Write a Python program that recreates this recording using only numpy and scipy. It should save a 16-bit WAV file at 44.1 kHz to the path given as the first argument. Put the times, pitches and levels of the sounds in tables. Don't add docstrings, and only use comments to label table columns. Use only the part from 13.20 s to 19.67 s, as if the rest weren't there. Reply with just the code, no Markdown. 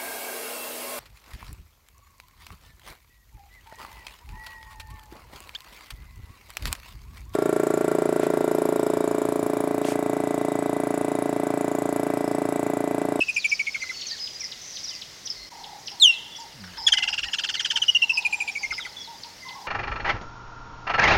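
import sys
import numpy as np
from scipy import signal
from scipy.fft import rfft, irfft
from scipy.io import wavfile

SR = 44100
rng = np.random.default_rng(int(sys.argv[2]) if len(sys.argv) > 2 else 0)


def wav_record(signal):
    frames = np.transpose(np.atleast_2d(signal))
    bounded = np.clip(frames, -1, 1)
    quanta = np.round(bounded * 32767).astype(np.int16)
    wavfile.write(sys.argv[1], SR, quanta)


N = 285327
T = np.arange(N) / SR

# (time [s], level [dB])
TRILL_NOTES = [(.0038, -16), (.082, -19), (0.162, -15.5), (.242, -15), (0.3142, -17), (.392, -18),
               (.466, -21.5), (0.5425, -22), (.616, -26.5), (.69, -28.5), (3.6653, -8), (3.7198, -8.5),
               (3.77, -14), (3.8223, -15), (3.874, -16), (3.926, -18), (3.977, -17.5), (4.0286, -18.5),
               (4.082, -24), (4.131, -14.5), (4.1833, -16), (4.235, -15.5), (4.287, -15.5), (4.3394, -17),
               (4.3933, -15.5), (4.445, -15.5), (4.501, -15), (4.556, -14), (4.617, -13), (4.68, -12),
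               (4.747, -10.5), (4.818, -11), (4.893, -13.5), (4.9713, -15), (5.0476, -16.5),
               (5.1247, -17.5), (5.201, -19), (5.2746, -22.5), (5.351, -24), (5.429, -23), (5.505, -23.5),
               (5.577, -26.5), (5.648, -29)]
# (time [s], pitch [Hz])
TRILL_PITCH = [(0, 2553), (.17, 2322), (.69, 2004), (3.666, 3445), (3.823, 2810), (4.03, 2763),
               (4.13, 2980), (4.4, 3190), (4.617, 3094), (4.68, 2858), (5.048, 2362), (5.274, 2310),
               (5.43, 2089), (5.648, 1946)]
# (time [s], whistle length [s], closing rasp level [dB])
TRILL_VOICE = [(0, 0.025, -22), (.24, 0.018, -44), (.466, 0.021, -33.5), (.542, .016, -4.5),
               (.69, 0.023, 2), (3.666, .014, -5), (3.83, .0093, -5), (4.29, 0.0048, -4),
               (4.556, 0.0094, -3), (4.617, 0.014, -13), (4.68, .023, -40), (4.894, .018, -47),
               (5.429, 0.026, -43), (5.505, 0.017, 6)]
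# (frequency [Hz], gain [dB])
BILL_FILTER = [(5500, -24), (7400, -24.5), (8600, -40), (9900, -26.5), (11200, -49.5), (12300, -45),
               (14000, -53)]
# (frequency [Hz], gain [dB])
THROAT_FILTER = [(900, -49), (1350, -14.5), (1900, -9.5), (2400, -2.5), (3100, -2.5), (4000, -14.5),
                 (5300, -9), (6500, -21), (8000, -24), (10500, -52), (14000, -53)]
# (frequency [Hz], gain [dB])
AIR_COLOUR = [(15, -26), (25, -7), (116, 0), (349, -3), (550, -3), (895, -5.5), (1570, -6.5), (2080, -1),
              (2420, -8.5), (3100, -9), (4000, -5), (5100, -2), (6900, -11.5), (7800, -15.5),
              (11000, -19.5), (15500, -21)]
# (peak time [s], half length [s], level [dB])
BREEZE_PUFFS = [(2.21, .04, -55), (3.74, 0.27, -58), (4.047, .04, -48), (5.493, 0.054, -55.5)]
# (time [s], chirp level [dB], background blur level [dB])
CHORUS_LEVELS = [(0, -50, -47.5), (.9, -40.5, -43.5), (1.3, -56, -47), (1.65, -60, -44.5),
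                 (2, -54.5, -49.5), (3.2, -52.5, -64), (4.4, -42, -56), (5.4, -48.5, -50.5),
                 (6.47, -53.5, -58)]
# (frequency [Hz], gain [dB])
CHORUS_TONE = [(1500, -23.5), (2100, -12), (2900, -11), (4200, -9), (5100, -4), (6400, -7.5), (7500, -17),
               (10000, -34)]
# (time [s], length [s], starting pitch [Hz], level [dB])
SLIDE_CALLS = [(0.142, 0.11, 6600, -36.5), (0.864, 0.074, 6570, -34), (1.208, 0.035, 2495, -40.5),
               (1.519, 0.064, 5820, -40), (1.66, 0.085, 4550, -42), (2.963, 0.031, 3670, -37),
               (3.183, 0.06, 8000, -51), (5.423, 0.041, 6800, -39), (5.599, 0.038, 3950, -36),
               (5.794, 0.084, 6300, -42.5), (6.25, 0.073, 6500, -48)]
# (time [s], level [dB])
TSIP_CALLS = [(.294, -31), (1.204, -31), (1.554, -38), (1.64, -29), (1.702, -33.5), (2.059, -31.5),
              (2.667, -36.5), (3.164, -39), (4.673, -41)]
# (time [s], level [dB])
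ROLL_CALLS = [(.6, -37), (1.216, -48), (1.697, -50), (2.16, -47), (2.888, -49), (3.735, -29), (4.719, -44),
              (6.22, -38.5)]
# (time [s], length [s], pitch [Hz], level [dB])
WHISTLE_CALLS = [(0.726, .2, 4470, -40), (0.995, .08, 5090, -31), (1.082, .1, 4980, -40),
                 (3.112, 0.062, 3460, -42), (5.1, 0.16, 7460, -49), (5.373, 0.062, 4730, -44),
                 (5.764, 0.062, 3454, -36)]
# (time [s], length [s], pitch [Hz], level [dB])
BUZZ_CALLS = [(.8, 0.17, 4450, -44), (1.405, 0.2, 6090, -42.5), (2.15, 0.11, 4350, -44),
              (2.928, .025, 4050, -34), (3.57, 0.13, 5120, -35.5), (3.877, 0.077, 5070, -36.5),
              (4.93, 0.05, 5200, -33), (5.513, 0.082, 5170, -39)]
# (time [s], level [dB])
CHIP_CALLS = [(0.812, -33.5), (1.066, -34.5), (1.316, -33.5), (1.563, -36), (1.814, -33), (2.067, -35.5),
              (2.435, -37), (2.672, -35), (5.02, -38.5), (5.277, -38), (5.53, -38.5), (6.033, -37.5),
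              (6.284, -37.5)]
# (time [s], top pitch [Hz], level [dB])
FAR_COOS = [(.912, 1867, -41), (3.575, 908, -41), (4.047, 1920, -38), (4.368, 2120, -35), (4.83, 932, -42),
            (6.044, 943, -44), (6.25, 1055, -45), (6.351, 1098, -40), (6.452, 1043, -38)]
# (time into phrase [s], length [s], pitch [Hz], swing [Hz], level [dB])
PHRASE_PURRS = [(0, 0.382, 841, 160.5, -40.5), (0.481, 0.414, 883, 124.5, -49.5)]
# (time into phrase [s], length [s], top pitch [Hz], level [dB])
PHRASE_COOS = [(.485, 0.0426, 824, -47), (0.956, 0.069, 935, -39.5)]
# (time [s], level [dB])
CROAK_CALLS = [(3.439, -37), (3.476, -41), (3.535, -41.5), (3.572, -34)]


def undb(db):
    return 10 ** (np.asarray(db) / 20)


def unit(x):
    return x / np.sqrt(np.mean(x ** 2))


def add(out, start, x):
    i = max(0, int(start * SR))
    out[i:i + len(x)] += x[:max(0, N - i)]


def curves(table):
    times, *columns = np.transpose(table)
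    return [np.interp(T, times, column) for column in columns]


def response(hz, points):
    frequencies, db = np.transpose(points)
    return undb(np.interp(np.log(hz + 1), np.log(frequencies), db))


def noise(points):
    spectrum = rfft(rng.standard_normal(N)) * response(np.fft.rfftfreq(N, 1 / SR), points)
    return unit(irfft(spectrum, N))


def wander(rate):
    return unit(np.interp(T * rate, np.arange(N), rng.standard_normal(N)))


def phase_of(hz):
    return 2 * np.pi * np.cumsum(hz) / SR


def gate(t, length, attack, release):
    opening = np.sin(np.pi / 2 * np.clip(t / attack, 0, 1))
    closing = np.sin(np.pi / 2 * np.clip((length - t) / release + .5, 0, 1)) ** 2
    return opening * closing


def whistle(phase, overtones_db):
    overtones = sum(undb(db) * np.sin(k * phase) for k, db in enumerate(overtones_db, 2))
    return np.sin(phase) + overtones


def trill(scoop_hz=3750, scoop_share=.669, scoop_s=.0029, curl=.073, rasp_s=.01255):
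    out, t = np.zeros(N), T[:SR // 16]
    jitter, shimmer, grit = .02 * wander(2500), wander(900), noise(THROAT_FILTER)
    controls = np.array(curves(TRILL_PITCH) + curves(TRILL_VOICE))
    for start, db in TRILL_NOTES:
        here = int(start * SR) + np.arange(len(t))
        hz, clear_s, rasp_db = controls[:, here[0]]
        short = clear_s < .015
        bend = -.05 * t / clear_s if short else curl * np.clip(2 * t / clear_s - 1, 0, 2) ** 2
        pitch = hz * (1 + bend) + scoop_share * (scoop_hz - hz) * np.exp(-t / scoop_s)
        phase = phase_of(pitch * (1 + .31 * jitter[here]))
        second_db = -21 + 17 * np.log2(hz / 2500)
        tone = whistle(phase, [second_db]) * gate(t, clear_s, .0083, .15 * clear_s)
        top = sum(response(k * pitch, BILL_FILTER) * np.sin(k * phase) for k in range(3, 6))
        top_db = 1 - 1.5 * short - .2 * (db + 17.5) + 3.3 * shimmer[here]
        top *= undb(top_db) * gate(t, clear_s, .009, .38 * clear_s)
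        since_break = np.maximum(t - clear_s, 0)
        rasp_hz = 1880 * (hz / 3000) ** .369 * np.exp(-.334 * np.minimum(since_break / rasp_s, 1.2))
        rasp_phase = phase_of(rasp_hz * (1 + jitter[here]))
        dull_db = 8.5 * min(0, db + 20)
        buzz = sum(response(k * rasp_hz, THROAT_FILTER) * undb(dull_db * (k - 1))
                   * np.sin(k * rasp_phase + k * k) for k in range(1, 7))
        rasp = buzz + undb(dull_db - 17) * grit[here]
        rasp *= undb(rasp_db + 2 * shimmer[here]) * gate(since_break, rasp_s, .00016, .0038)
        add(out, start, undb(db) * (tone + top + rasp))
    return out


def perch(x):
    out = x.copy()
    for delay_s, db in [(.0065, -17.5), (.0135, -23.5), (.058, -42.5)]:
        add(out, delay_s, undb(db) * x)
    return out


def bush(x, twigs_db, twigs_s, trees_db, trees_s):
    colour = [(100, 6.5), (6000, -12), (10000, -4), (16000, -8.5)]
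    echo = 0
    for db, decay_s, onset_s in ((twigs_db, twigs_s, .008), (trees_db, trees_s, .04)):
        shape = np.minimum(T / onset_s, 1) ** 2 * undb(-60 * T / decay_s)
        patchy_tail = noise(colour) * shape * undb(2.5 * wander(90))
        echo = echo + undb(db) * unit(patchy_tail) / np.sqrt(N)
    return x + signal.fftconvolve(x, echo[:2 * SR])[:N]


def air(hiss_db=-48, calm_db=-72):
    puffs = sum(undb(db) * np.exp(-((T - peak) / half) ** 2) for peak, half, db in BREEZE_PUFFS)
    rumble = noise([(20, 4), (50, 24.5), (100, 11), (200, -14), (1000, -79)])
    return noise(AIR_COLOUR) * undb(hiss_db) + rumble * (undb(calm_db) + puffs)


def chirp(length, from_hz, to_hz, waver, fade=.58):
    t = T[:int(1.6 * length * SR)]
    unsteady = np.interp(t * 700, np.arange(512), rng.standard_normal(512))
    pitch = from_hz * (to_hz / from_hz) ** (t / length) * (1 + waver * unsteady)
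    return np.sin(phase_of(pitch)) * gate(t, length, .12 * length, fade * length)


def chorus(count=600, spread_db=8):
    out = np.zeros(N)
    chirps_db, blur_db = curves(CHORUS_LEVELS)
    for k, (when, high, long, fall, loud) in enumerate(rng.random((count, 5))):
        hz = 2800 + 4400 * high
        call = chirp(.006 + .02 * long, hz, hz * (1.08 - .36 * fall), waver=.014)
        gain = undb(spread_db * loud ** 2) * response(hz, CHORUS_TONE)
        add(out, (k + when) / count * N / SR, gain * call)
    voices = unit(bush(out, twigs_db=-4.5, twigs_s=.053, trees_db=-13, trees_s=.3))
    blur = noise(CHORUS_TONE) * undb(.54 * wander(18))
    return undb(chirps_db) * voices + undb(blur_db) * blur


def slides(octaves_per_s=9.7):
    out = np.zeros(N)
    for start, length, hz, db in SLIDE_CALLS:
        add(out, start, undb(db) * chirp(length, hz, hz / 2 ** (octaves_per_s * length), waver=.026))
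    return out


def throb(call, rate_hz=175, depth=.46):
    return call * (1 + depth * np.sin(2 * np.pi * rate_hz * T[:len(call)]))


def tsips(high_hz=6150, low_hz=4850, flick_s=.0087):
    out = np.zeros(N)
    for start, db in TSIP_CALLS:
        add(out, start - flick_s, undb(db - 7) * chirp(flick_s, low_hz, high_hz, waver=.012))
        add(out, start, undb(db) * chirp(.0187, high_hz, low_hz, waver=.023))
        add(out, start + .032, undb(db - 3) * throb(chirp(.036, 5450, 4780, waver=.06)))
    return out


def purr(length, hz, swing_hz, rolls_per_s=35, unsteady_hz=22):
    t = T[:int(1.2 * length * SR)]
    roll = (t * rolls_per_s) % 1
    high_start = .75 * np.exp(-t / .09)
    pitch = hz + swing_hz * (1 - 2 * roll + high_start) + unsteady_hz * wander(200.6)[:len(t)]
    return np.sin(phase_of(pitch)) * np.sin(np.pi * roll) * gate(t, length, .0033, .33 * length)


def far_whistler():
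    out = np.zeros(N)
    for start, db in ROLL_CALLS:
        add(out, start, undb(db) * purr(length=.122, hz=2040, swing_hz=40))
    return out


def thin_whistles(sag=.019):
    out = np.zeros(N)
    for start, length, hz, db in WHISTLE_CALLS:
        add(out, start, undb(db) * chirp(length, hz, hz * (1 - sag), waver=.011, fade=.34))
    return out


def buzzes(sag=.019):
    out = np.zeros(N)
    for start, length, hz, db in BUZZ_CALLS:
        add(out, start, undb(db) * throb(chirp(length, hz, hz * (1 - sag), waver=.043, fade=.55)))
    return out


def chips():
    out = np.zeros(N)
    for start, db in CHIP_CALLS:
        add(out, start, undb(db) * chirp(length=.0135, from_hz=5450, to_hz=2650, waver=.008, fade=.85))
    return out


def coo(length, hz, arch=.374):
    t = T[:int(1.2 * length * SR)]
    pitch = hz * (1 - arch * (t / length - .42) ** 2)
    return np.sin(phase_of(pitch)) * gate(t, length, .074 * length, .87 * length)


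def far_coos():
    out = np.zeros(N)
    for start, hz, db in FAR_COOS:
        add(out, start, undb(db) * coo(length=.043, hz=hz))
    return out


def doves(count=4, first_s=2.228, period_s=1.345, heard_from_s=2.31):
    out = np.zeros(N)
    for phrase in first_s + period_s * np.arange(count):
        for after, length, hz, swing_hz, db in PHRASE_PURRS:
            add(out, phrase + after, undb(db) * purr(length, hz, swing_hz))
        for after, length, hz, db in PHRASE_COOS:
            add(out, phrase + after, undb(db) * coo(length, hz))
    return out * (T > heard_from_s)


def sharp_note(start_s=2.799, level_db=-7.5, from_hz=4310, to_hz=2668, attack_s=.026, fade_s=.099):
    t = np.clip(T - start_s, 0, 3 * fade_s)
    glide_hz = to_hz + (from_hz - to_hz) * np.exp(-(t / .045) ** 1.35)
    pitch = glide_hz * (1 + .0029 * wander(600))
    tone = whistle(phase_of(pitch), [db - 45 * t for db in (-13, -30, -43, -44)])
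    swell_db = -17 * np.maximum(1 - (t / attack_s) ** 2.2, 0)
    fade_db = -16 * (np.maximum(t - attack_s, 0) / fade_s) ** 2.4
    flutter_db = wander(150)
    return tone * undb(level_db + swell_db + fade_db + flutter_db) * (T > start_s)


def grunt(start_s=3.335, gain_db=-47, from_hz=148, to_hz=89.4, length_s=.21, fade_db_per_s=75):
    t = np.maximum(T - start_s, 0)
    hz = to_hz + (from_hz - to_hz) * np.exp(-(t / .062) ** 2)
    throat = [(85, 11), (130, -1), (190, 14.5), (260, -7), (400, -41)]
    voice = sum(response(k * hz, throat) * np.sin(k * phase_of(hz)) for k in range(1, 4))
    return voice * undb(gain_db - fade_db_per_s * t) * gate(t, length_s, .033, length_s / 2)


def croaks(decay_s=.01):
    rasp = noise([(700, -17), (1200, -2.5), (1600, 7), (2300, -9), (3100, -5.5), (5000, -6), (9000, -37)])
    return rasp * sum(undb(db) * (T > start) * np.exp(-np.abs(T - start) / decay_s)
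                      for start, db in CROAK_CALLS)


def scene():
    kingfisher = perch(sharp_note() + trill())
    kingfisher = bush(kingfisher, twigs_db=-6, twigs_s=.039, trees_db=-19.5, trees_s=1)
    small_birds = chips() + tsips() + slides() + thin_whistles() + buzzes()
    flutter = undb(3 * wander(300) + .5)
    near = bush(small_birds * flutter, twigs_db=-4, twigs_s=.062, trees_db=-6.5, trees_s=.76)
    far_voices = doves() + far_coos() + far_whistler() + croaks()
    far = bush(far_voices, twigs_db=-9.5, twigs_s=.26, trees_db=-16, trees_s=1)
    return (kingfisher + near + far + grunt() + chorus() + air())[None]


def record(dry, dip_at_s=2.299, dip_half_s=.006, dip_db=-15, top_hz=15900):
    dip = undb(dip_db * np.exp(-((T - dip_at_s) / dip_half_s) ** 2))
    low_pass = signal.ellip(10, .2, 70, top_hz, fs=SR, output="sos")
    return signal.sosfilt(low_pass, dry * dip)


dry = scene()
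out = record(dry)
wav_record(out)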